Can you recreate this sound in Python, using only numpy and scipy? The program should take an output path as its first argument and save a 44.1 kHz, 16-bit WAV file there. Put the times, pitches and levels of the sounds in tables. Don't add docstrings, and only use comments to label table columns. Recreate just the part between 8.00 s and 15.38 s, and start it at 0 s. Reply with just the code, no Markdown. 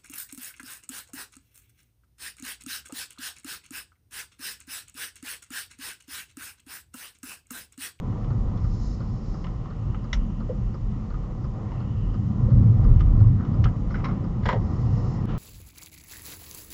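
import sys
import numpy as np
from scipy import signal
from scipy.fft import rfft, irfft
from scipy.io import wavfile
from scipy.ndimage import uniform_filter1d

SR = 44100
rng = np.random.default_rng(int(sys.argv[2]) if len(sys.argv) > 2 else 0)


def store_pcm(level_fs):
    pcm = np.round(np.clip(level_fs, -1, 1) * 32767).astype(np.int16)
    wavfile.write(sys.argv[1], SR, np.atleast_2d(pcm).T)


def convert_level_to_amplitude(level_db):
    exponent = np.asarray(level_db, float) / 20
    return 10 ** exponent


N = 325458
COARSE = 64
CHANGE_S = 7.2565


def shaped(gain):
    hz = np.arange(N // 2 + 1) * SR / N + 1e-3
    x = irfft(rfft(rng.standard_normal(N)) * gain(hz), N)
    return x / x.std()


def peaks(hz, modes):
    return np.sqrt(sum((convert_level_to_amplitude(db) / (1 + ((hz - f * f / hz) / w) ** 2)) ** 2 for f, w, db in modes))


def walk(rate_hz):
    k = int(SR / rate_hz)
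    held = np.repeat(rng.standard_normal(N // k + 1), k)
    return 1.31 * uniform_filter1d(uniform_filter1d(held, k), k)[:N]


def curves(table):
    s, *columns = np.transpose(table)
    return [np.interp(np.arange(N) / SR, s, c) for c in columns]


def swell(s, rise_s, fall_s, db, edge_db, curve):
    t = np.arange(0, N, COARSE) / SR
    away = np.where(t < s, (s - t) / max(rise_s, .002), (t - s) / max(fall_s, .002))
    return convert_level_to_amplitude(db + np.maximum(edge_db * away ** curve, -99))


def smooth(gains):
    total = np.sqrt(np.sum(np.square(gains), axis=0))
    return np.interp(np.arange(N), np.arange(0, N, COARSE), total)


def steadied(x, span_s, depth):
    span = int(span_s * SR)
    slow = uniform_filter1d(uniform_filter1d(x ** 2, span), span)
    y = x / (slow + 0.054) ** (depth / 2)
    return y / y.std()


def add(out, s, sound):
    i = int(s * SR)
    out[i:i + len(sound)] += sound[:N - i]


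def fade(t60_s, rise_s):
    t = np.arange(int(SR / 6)) / SR
    rise = np.sin(np.pi / 2 * np.minimum(t / rise_s, 1)) ** 2
    return t, rise * np.exp(-np.log(1000) * t / max(t60_s, .01))


def ring(modes, rise_s, scatter_db, lag=0., pair=0.59):
    out = 0
    for hz, db, t60_s in modes:
        level, beat, detune = rng.standard_normal(3)
        t, env = fade(t60_s, rise_s + lag / hz)
        turn = 2 * np.pi * hz * (1 + 0.0074 * detune) * t
        tone = np.sin(turn) + pair * np.sin(1.06 * turn + .4 * beat)
        near = signal.iirpeak(hz, 4, fs=SR)
        noise = signal.lfilter(*near, rng.standard_normal(len(t) + 499))
        noise = signal.lfilter(*near, noise)[499:]
        tail = convert_level_to_amplitude(scatter_db) * noise / noise.std() * env ** 0.38 * np.minimum(t / .006, 1)
        out = out + convert_level_to_amplitude(db + .6 * level) * (env * tone + tail)
    return out


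def snap(hz, ranges, scatter_db=-11):
    band = signal.butter(2, (800, 2600), "band", fs=SR, output="sos")
    crack = signal.sosfilt(band, rng.standard_normal(int(SR / 6)))
    crack = convert_level_to_amplitude(-8 + ranges[1][0] / 2) * crack / crack.std() * fade(.016, .001)[1]
    main_modes = [(hz, 0, .04), (1.13 * hz, -11, .04)]
    main = ring(main_modes, 0.00089, scatter_db, lag=1.4, pair=.25)
    return crack + main + sum(convert_level_to_amplitude(db) * ring(modes, 0.0011, scatter_db, lag=1.2) for db, modes in ranges)


# f/Hz, width/Hz, boost/dB
CABIN = [(482, 97, 4.5), (759, 57, 7.5), (1024, 91, 4.5), (1270, 280, 3), (1888, 240, 6), (3000, 140, 4.5),
         (5150, 330, 2.5)]


def cabin(hz):
    return np.prod([1 + (convert_level_to_amplitude(db) - 1) / (1 + (2 * (hz - f) / w) ** 2) for f, w, db in CABIN], axis=0)


# t/s, tarmac roughness/dB, speed as roar level/dB
DRIVE = [(0, 1, 4), (.75, -1, 1), (1.6, -3, 0.5), (2.9, -1, -1), (3.7, -4, 1), (4.3, 4.5, -0.5),
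         (4.45, 5, 3.5), (4.6, 13.5, 2), (4.8, 2.5, 4), (4.88, 8.5, 6), (4.99, 2, 2.5), (5.3, 7, 2.5),
         (5.45, 6.5, 4), (5.58, 4.5, 3.5), (5.72, 2.5, 2), (6.05, 5.5, 4.5), (6.75, 2, 4), (7.38, 3, 7)]
# f/Hz, density/dB per Hz
ROAR = [(180, -36), (300, 1), (317, -2), (438, -11.5), (476, -11), (613, -14.5), (666, -16.5), (845, -17.5),
        (1200, -17.5), (1320, -21.5), (1680, -34.5), (1830, -31), (3730, -38.5), (6810, -41), (8520, -59),
        (11100, -78), (18700, -120)]


def tyre_roar():
    out = np.zeros(N)
    _, speed_db = curves(DRIVE)
    f, d = np.transpose(ROAR)
    bumps, swells = walk(13), speed_db - speed_db.mean()
    for centre in 340 * 2 ** np.arange(0, 5, .5):
        def band(hz):
            window = np.exp(-(np.log2(hz / centre) / 0.61) ** 2)
            return window * cabin(hz) * convert_level_to_amplitude(np.interp(np.log(hz), np.log(f), d))
        power = np.sum(band(np.arange(100, 9000, 10.)) ** 2)
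        share = np.clip((1200 / centre) ** 1.4, 0, 1.25)
        out += np.sqrt(power) * convert_level_to_amplitude(-57 + share * (swells + bumps) + 0.85 * walk(9)) * shaped(band)
    return out


# f/Hz, width/Hz, level/dB
BOOM_MODES = [(32.4, 12, -2), (40.3, 16, 1.5)]
DRUM_MODES = [(74.6, 21, -3), (106.3, 24, 1.5), (125.6, 29.2, -3)]
PANEL_MODES = [(166.6, 61, 1), (207.8, 53.4, -0.5), (269, 46, -10.5)]
# t/s, level/dB, length/s
HEAVES = [(.44, -23.5, 0.38), (.65, -27, 0.19), (.82, -26.5, 0.51), (1.29, -24.5, 0.1), (1.56, -25.5, 0.15),
          (1.9, -26, 0.2), (2.18, -18.5, 0.12), (2.46, -27, 0.31), (2.68, -24.5, 0.11), (2.88, -22.5, 0.13),
          (3.12, -26.5, 0.17), (3.31, -28.5, 0.12), (3.48, -23.5, 0.078), (3.72, -40, 0.087),
          (3.92, -31, 0.14), (4.08, -23, 0.086), (4.45, -20.5, 0.086), (4.56, -17.5, 0.077),
          (4.81, -20.5, 0.12), (4.89, -8, 0.076), (4.96, -16, 0.051), (5.07, -10, 0.11),
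          (5.16, -15.5, 0.16), (5.28, -31, 0.11), (5.65, -16, 0.081), (5.87, -24.5, 0.41), (6.4, -31, 0.51),
          (7.36, -31, 0.17)]
# t/s, level/dB, length/s
THUDS = [(0.025, -28, 0.29), (0.33, -22.5, 0.077), (0.46, -24.5, 0.12), (0.652, -24.5, 0.22),
         (1.104, -28.5, 0.22), (1.887, -27, 0.19), (2.616, -30, 0.11), (2.898, -32, 0.34),
         (3.447, -27.5, 0.077), (3.643, -34, .14), (3.804, -29, 0.49), (3.963, -28, 0.21),
         (4.21, -23.5, 0.19), (4.41, -25.5, .08), (4.519, -16, 0.14), (4.649, -14.5, 0.25),
         (4.832, -16, 0.089), (5.006, -13.5, 0.22), (5.245, -14.5, 0.21), (5.518, -18, 0.068),
         (5.629, -15.5, 0.14), (6.611, -25.5, 0.68), (6.97, -19.5, 0.29), (7.37, -20.5, 0.22)]


def bumps_gain(rows):
    return smooth([swell(s, length / 2, length / 2, db, -8, 1.34) for s, db, length in rows])


def body_shake():
    rough_db, _ = curves(DRIVE)
    boom = np.hypot(convert_level_to_amplitude(-36 + 0.37 * rough_db), bumps_gain(HEAVES))
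    drum = np.hypot(convert_level_to_amplitude(-32.5 + 0.88 * rough_db), bumps_gain(THUDS))
    panel = convert_level_to_amplitude(-35 + rough_db + 1.2 * walk(9))
    out = np.zeros(N)
    for gain, modes in ((boom, BOOM_MODES), (drum, DRUM_MODES), (panel, PANEL_MODES)):
        out += gain * steadied(shaped(lambda hz: peaks(hz, modes)), 0.067, 0.18)
    return out


def coarser_road():
    later = np.arange(N) / SR > CHANGE_S
    modes = [(1300, 600, 2), (2700, 1900, -8)]
    return convert_level_to_amplitude(-47) * later * shaped(lambda hz: cabin(hz) * peaks(hz, modes))


# t/s, f/Hz, level/dB
ENGINE = [(0, 40.24, -34), (1.5, 37.5, -42), (2.0, 43.57, -37.5), (2.8, 37.86, -33), (3.6, 42.25, -44.5),
          (4.5, 40.3, -33.5), (5.7, 48.77, -33), (6.6, 51.7, -45.5), (7.38, 35.8, -29)]


def engine():
    hz, db = curves(ENGINE)
    phase = 2 * np.pi * np.cumsum(hz * (1 + .015 * walk(4.5))) / SR
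    return convert_level_to_amplitude(db + 1.4 * walk(7.9)) * (np.sin(phase) + convert_level_to_amplitude(-14.5) * np.sin(2 * phase))


# t/s, rise/s, fall/s,
# level/dB, f/Hz
WHINES = [(1.95, .6, .6, -72, 2930), (2.1, 0.7, .8, -72.5, 2750), (3.93, .2, .32, -66.5, 2910),
          (3.85, 0.18, .35, -69, 2740), (3.75, .1, .2, -66, 1880), (6.2, 0.28, .3, -73.5, 2900),
          (7, 0.56, 0.41, -66, 1930), (7.001, 0.26, 0.35, -69.5, 2800)]


def tread_whine():
    out = np.zeros(N)
    for *row, f in WHINES:
        gain = smooth([swell(*row, -7.5, 3.4)]) * convert_level_to_amplitude(2.4 * walk(18))
        out += gain * shaped(lambda hz: peaks(hz, [(f, 0.13 * f, 0)]))
    return out


# t/s, rise/s, fall/s, level/dB
RUBS = [
    (.66, 0.091, .12, -66),
    (.85, 0.18, .17, -60.5),
    (1.3, .35, 0.19, -64.5),
    (6.7, 0.13, 0.22, -65.5),
    (7.05, 0.22, 0.2, -62),
]
# f/Hz, width/Hz, level/dB
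PALM = [(4050, 700, -6), (4470, 590, -1.5), (4930, 500, 0.5), (5320, 600, 3.5), (6260, 950, -6),
        (7050, 520, -7.5)]


def palms():
    rub = smooth([swell(*row, -11, 2.3) for row in RUBS]) * convert_level_to_amplitude(1.4 * walk(25))
    core = rub * shaped(lambda hz: peaks(hz, PALM[1:4]))
    wider = convert_level_to_amplitude(-1) * rub * (rub / rub.max()) ** 0.52
    return core + wider * shaped(lambda hz: peaks(hz, PALM[:1] + PALM[4:]))


# t/s, rise/s, fall/s, level/dB, f/Hz
SCRAPES = [
    (4.51, 0.12, 0.2, -44, 500),
    (5.4, 0.028, 0.068, -52, 1400),
    (6.046, .01, .08, -56, 1200),
    (5.97, 0.065, 0.052, -65, 5200),
    (6.461, 0.013, 0.035, -47, 1400),
    (6.495, 0.007, 0.05, -46, 1200),
    (6.466, 0.032, 0.091, -55, 4660),
    (6.54, 0.095, 0.048, -39.5, 500),
]


def scrapes():
    out = np.zeros(N)
    grain = convert_level_to_amplitude(4.9 * walk(180))
    for *row, f in SCRAPES:
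        noise = shaped(lambda hz: cabin(hz) * peaks(hz, [(f, 0.25 * f, 0)]))
        out += smooth([swell(*row, -12, 1.7)]) * grain * noise
    return out


# f/Hz, level/dB, t60/s
KNOCK = [(506, -19, 0.07), (600, -24, 0.04), (720, -37, 0.025), (335, -36, .05), (2960, -58, 0.04),
         (1900, -51, 0.03)]


def panel_knock():
    out, at_s = np.zeros(N), 2.490
    add(out, at_s, ring(KNOCK[1:], 0.005, -14, pair=.1))
    add(out, at_s + 0.0067, ring(KNOCK, 0.004, -16, pair=.1))
    return out


# f/Hz, level/dB, t60/s
CLIP_EDGE = [(2040, 2.5, .03), (3740, 3, 0.022), (3450, 2, 0.022), (4200, -13, 0.015), (5500, -3, 0.037),
             (5930, -9, 0.032), (7060, -23, 0.026), (7370, -25, .05), (2940, -6, 0.05), (1580, -13, 0.031)]
CLIP_BODY = [(980, -8, 0.051), (1337, -6.5, 0.076), (1850, -5.5, 0.054), (2240, -10.5, 0.06),
             (4960, -17, .035), (590, -12, .06), (780, -13, .07), (1650, -14, 0.063)]


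def clip_release():
    out, at_s, gain = np.zeros(N), 2.1286, convert_level_to_amplitude(-27)
    add(out, at_s, gain * ring(CLIP_EDGE, 0.002, -9.5, lag=1.6))
    add(out, at_s + 0.00078, gain * ring(CLIP_BODY, 0.0016, -12, lag=1.2))
    return out


# f/Hz, level/dB, t60/s
TRIM_LOW = [(444, -1.5, 0.056), (547, -5.5, 0.13), (785, -2.5, 0.059)]
TRIM_MID = [(1740, -1, 0.016), (1860, -0.5, 0.026), (2034, -3.5, 0.06), (2100, -9, 0.045)]
TRIM_HIGH = [(2350, -2.5, 0.023), (2480, -4.5, 0.024), (2934, 3.5, 0.036), (3300, -6.5, 0.015)]
TRIM_TOP = [(3450, 0, 0.031), (4260, -2.5, 0.03), (4830, -5, 0.024), (5270, -2.5, 0.03), (6040, -6, 0.018),
            (6870, -16.5, 0.033)]
# t/s, peak level/dB, main ring f/Hz, crispness/dB, sheen/dB
CLICKS = [(.127, -44.5, 1208, -12.5, -32), (0.2437, -56, 1270, 8, -5), (.575, -57, 1200, -1, 3),
          (1.098, -45, 810, -16, -35), (1.4428, -34, 1020, -6.5, -20), (1.4678, -36.5, 1300, -8, -20),
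          (1.6577, -36, 1105, -16.5, -34), (1.946, -34.5, 1270, -8.5, -34), (2.301, -43, 1000, -11, -28),
          (2.915, -55, 1020, -1, -6), (3.1428, -35.5, 1214, -19, -40), (3.7189, -36, 954, -10, -27),
          (4.3929, -42, 954, -21, -42), (4.4583, -52, 1000, -13.5, -30.5), (4.7277, -49.5, 1270, -17, -32),
          (4.9945, -43, 1134, -1, -11.5), (5.0068, -31.5, 1220, -6.5, -18.5), (5.45, -46, 1270, -2.5, -13),
          (5.6412, -29.5, 1180, 0.5, -10), (5.649, -37, 1040, -23.5, -36),
          (5.6565, -23.5, 1310, -23.5, -40), (5.666, -34, 1310, -13, -34), (5.672, -38, 1340, -18, -36),
          (5.6863, -40, 1340, -14, -28)]


def trim_clicks():
    out = np.zeros(N)
    for s, db, hz, crisp, sheen in CLICKS:
        ranges = [(-12, TRIM_LOW), (crisp - 3.5, TRIM_MID), (crisp - 7, TRIM_HIGH), (sheen, TRIM_TOP)]
        add(out, s - .001, convert_level_to_amplitude(db) * snap(hz, ranges))
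    return out


# f/Hz, level/dB, t60/s
CAM_MID = [(2065, -1, .06), (2030, -11, 0.053), (1800, -11, .03)]
CAM_HIGH = [(2660, -1, .03), (2940, -2, 0.034)]
CAM_TOP = [(3900, -0.5, 0.037), (3700, -7, .04), (4500, -8, .03), (5270, -4, 0.05), (6300, -18, .03)]
# t/s, peak level/dB, main ring f/Hz, crispness/dB, sheen/dB
RATCHET = [(5.909, -33.5, 1180, -13, -24), (5.9435, -28.5, 1484, -12, -31), (5.955, -30.5, 1300, -8, -27),
           (5.968, -43, 1270, -6.5, -25), (5.979, -42, 1240, -6.5, -28), (5.992, -46, 1290, -1, -19),
           (6.003, -39, 1290, -7, -27), (6.0404, -30, 1160, -18, -25.5), (6.0445, -26, 1050, -6.5, -16),
           (6.052, -30.5, 1354, -10, -15), (6.057, -28, 1060, -7, -26), (6.066, -42, 1300, -8, -22),
           (6.0855, -28, 1233, -14, -31), (6.093, -34, 1250, -21, -36), (6.101, -31, 1040, -20, -36),
           (6.112, -32, 1160, -17, -36)]


def cam_ratchet():
    out = np.zeros(N)
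    for s, db, hz, crisp, sheen in RATCHET:
        ranges = [(-16, TRIM_LOW), (crisp - 1.5, CAM_MID), (crisp - 9, CAM_HIGH), (sheen, CAM_TOP)]
        add(out, s - .001, convert_level_to_amplitude(db) * snap(hz, ranges, scatter_db=-10.5))
    return out


# f/Hz, level/dB, t60/s
STALK_LOW = [(532, 0.5, 0.056), (435, 0.5, 0.047), (750, -2.5, .04)]
STALK_MID = [(1670, 3.5, 0.03), (1880, 1.5, 0.046), (2030, -4.5, 0.033)]
STALK_TOP = [(3200, 0, 0.046), (3480, -0.5, .03), (3900, -4, .035), (4500, -10, .03), (5440, -10, 0.043),
             (6900, -11.5, .03)]
# t/s, peak level/dB, main ring f/Hz, crispness/dB, hollow body/dB
STALK = [(6.4345, -42, 1000, -1, -8), (6.4565, -22, 950, -5, -9), (6.462, -29, 1400, -3, -4),
         (6.466, -33, 950, -8, 3), (6.476, -37, 1300, -2, -4), (6.4885, -24, 1400, 0, -3),
         (6.4905, -14, 1000, -18, -22), (6.4985, -25, 1250, -9, -13), (6.5085, -22, 1000, -12, -9),
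         (6.516, -29, 1000, -7, -12), (6.5279, -24, 970, -7, -4), (6.533, -26, 900, -14, -3),
         (6.541, -27, 950, -16, -1), (6.55, -38, 900, -12, 8), (6.559, -31, 900, -12, 1),
         (6.569, -34, 950, -16, -5)]


def stalk_return():
    out = np.zeros(N)
    for s, db, hz, crisp, hollow in STALK:
        ranges = [(hollow, STALK_LOW), (crisp - 1.5, STALK_MID),
                  (crisp - 14, TRIM_HIGH), (1.35 * crisp - 11, STALK_TOP)]
        add(out, s - .001, convert_level_to_amplitude(db) * snap(hz, ranges))
    return out


# f/Hz, level/dB, t60/s
TICK = [(4260, -54, 0.025), (3110, -61, 0.03), (4900, -64, .02), (1900, -59, 0.03), (1600, -53, .035),
        (1400, -44, 0.045), (1210, -35, 0.04), (980, -41, 0.045), (740, -48, 0.04), (520, -36, 0.035),
        (342, -38, 0.05)]
TOCK = [(5240, -59, 0.03), (4800, -55, 0.03), (2920, -61, 0.04), (1950, -52, 0.035), (1600, -53, .04),
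        (1400, -45, 0.04), (1220, -38, 0.04), (1000, -44, .045), (740, -49, 0.04), (517, -35.5, .035),
        (350, -38, .05)]


def relay():
    out = np.zeros(N)
    start_s, period_s, on_s = .3043, .69986, .339
    for offset_s, modes in ((0, TICK), (on_s, TOCK)):
        armature = ring([m for m in modes if m[0] > 1300], 0.0014, -10, lag=1.5)
        dash = ring([m for m in modes if 850 < m[0] <= 1300], 0.0025, -12, pair=.2)
        housing = ring([m for m in modes if m[0] <= 850], 0.003, -13, pair=.2)
        for k in range(9):
            at_s = start_s + k * period_s + offset_s - .002
            gain = convert_level_to_amplitude(0.8 * rng.standard_normal())
            add(out, at_s, gain * (armature + housing + convert_level_to_amplitude(-8) * dash))
            add(out, at_s + .0055, gain * dash)
            add(out, at_s + .009, gain * housing)
    return out


def scene():
    background = tyre_roar() + body_shake() + coarser_road() + engine() + tread_whine()
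    handling = palms() + scrapes() + panel_knock() + clip_release()
    plastic = trim_clicks() + cam_ratchet() + stalk_return()
    return (background + handling + plastic + relay())[None]


def low_pass(x):
    return signal.sosfilt(signal.butter(12, 16000, fs=SR, output="sos"), x)


def record(dry):
    steep = signal.cheby1(10, .5, 7500, fs=SR, output="sos")
    x = signal.sosfilt(steep, np.pad(dry, ((0, 0), (4096, 0)), mode="wrap"))
    mirror = x * np.cos(2 * np.pi * 16000 / SR * np.arange(x.shape[1]))
    mirror_band = signal.butter(6, (8000, 8900), "band", fs=SR, output="sos")
    x = x + convert_level_to_amplitude(-22.5) * signal.sosfilt(mirror_band, mirror)
    x = signal.sosfilt(signal.butter(2, 27, "high", fs=SR, output="sos"), x)[:, -N:]
    x = x + convert_level_to_amplitude(-83.5) * shaped(lambda hz: peaks(hz, [(7460, 1500, 0)]) / (1 + (hz / 8300) ** 24))
    since_s = np.arange(N) / SR - CHANGE_S
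    x = x * np.where(since_s > 0, np.clip(since_s / .04, .25, 1), np.clip(-since_s / 0.002, 0, 1))
    x = x - convert_level_to_amplitude(-41.5) * np.sign(since_s) * np.exp(-np.abs(since_s) / .004)
    from_end = np.minimum(np.arange(N), np.arange(N)[::-1])
    x = x * convert_level_to_amplitude(-6 * np.exp(-from_end / (.03 * SR)))
    return low_pass(x)


dry = scene()
out = record(dry)
store_pcm(out)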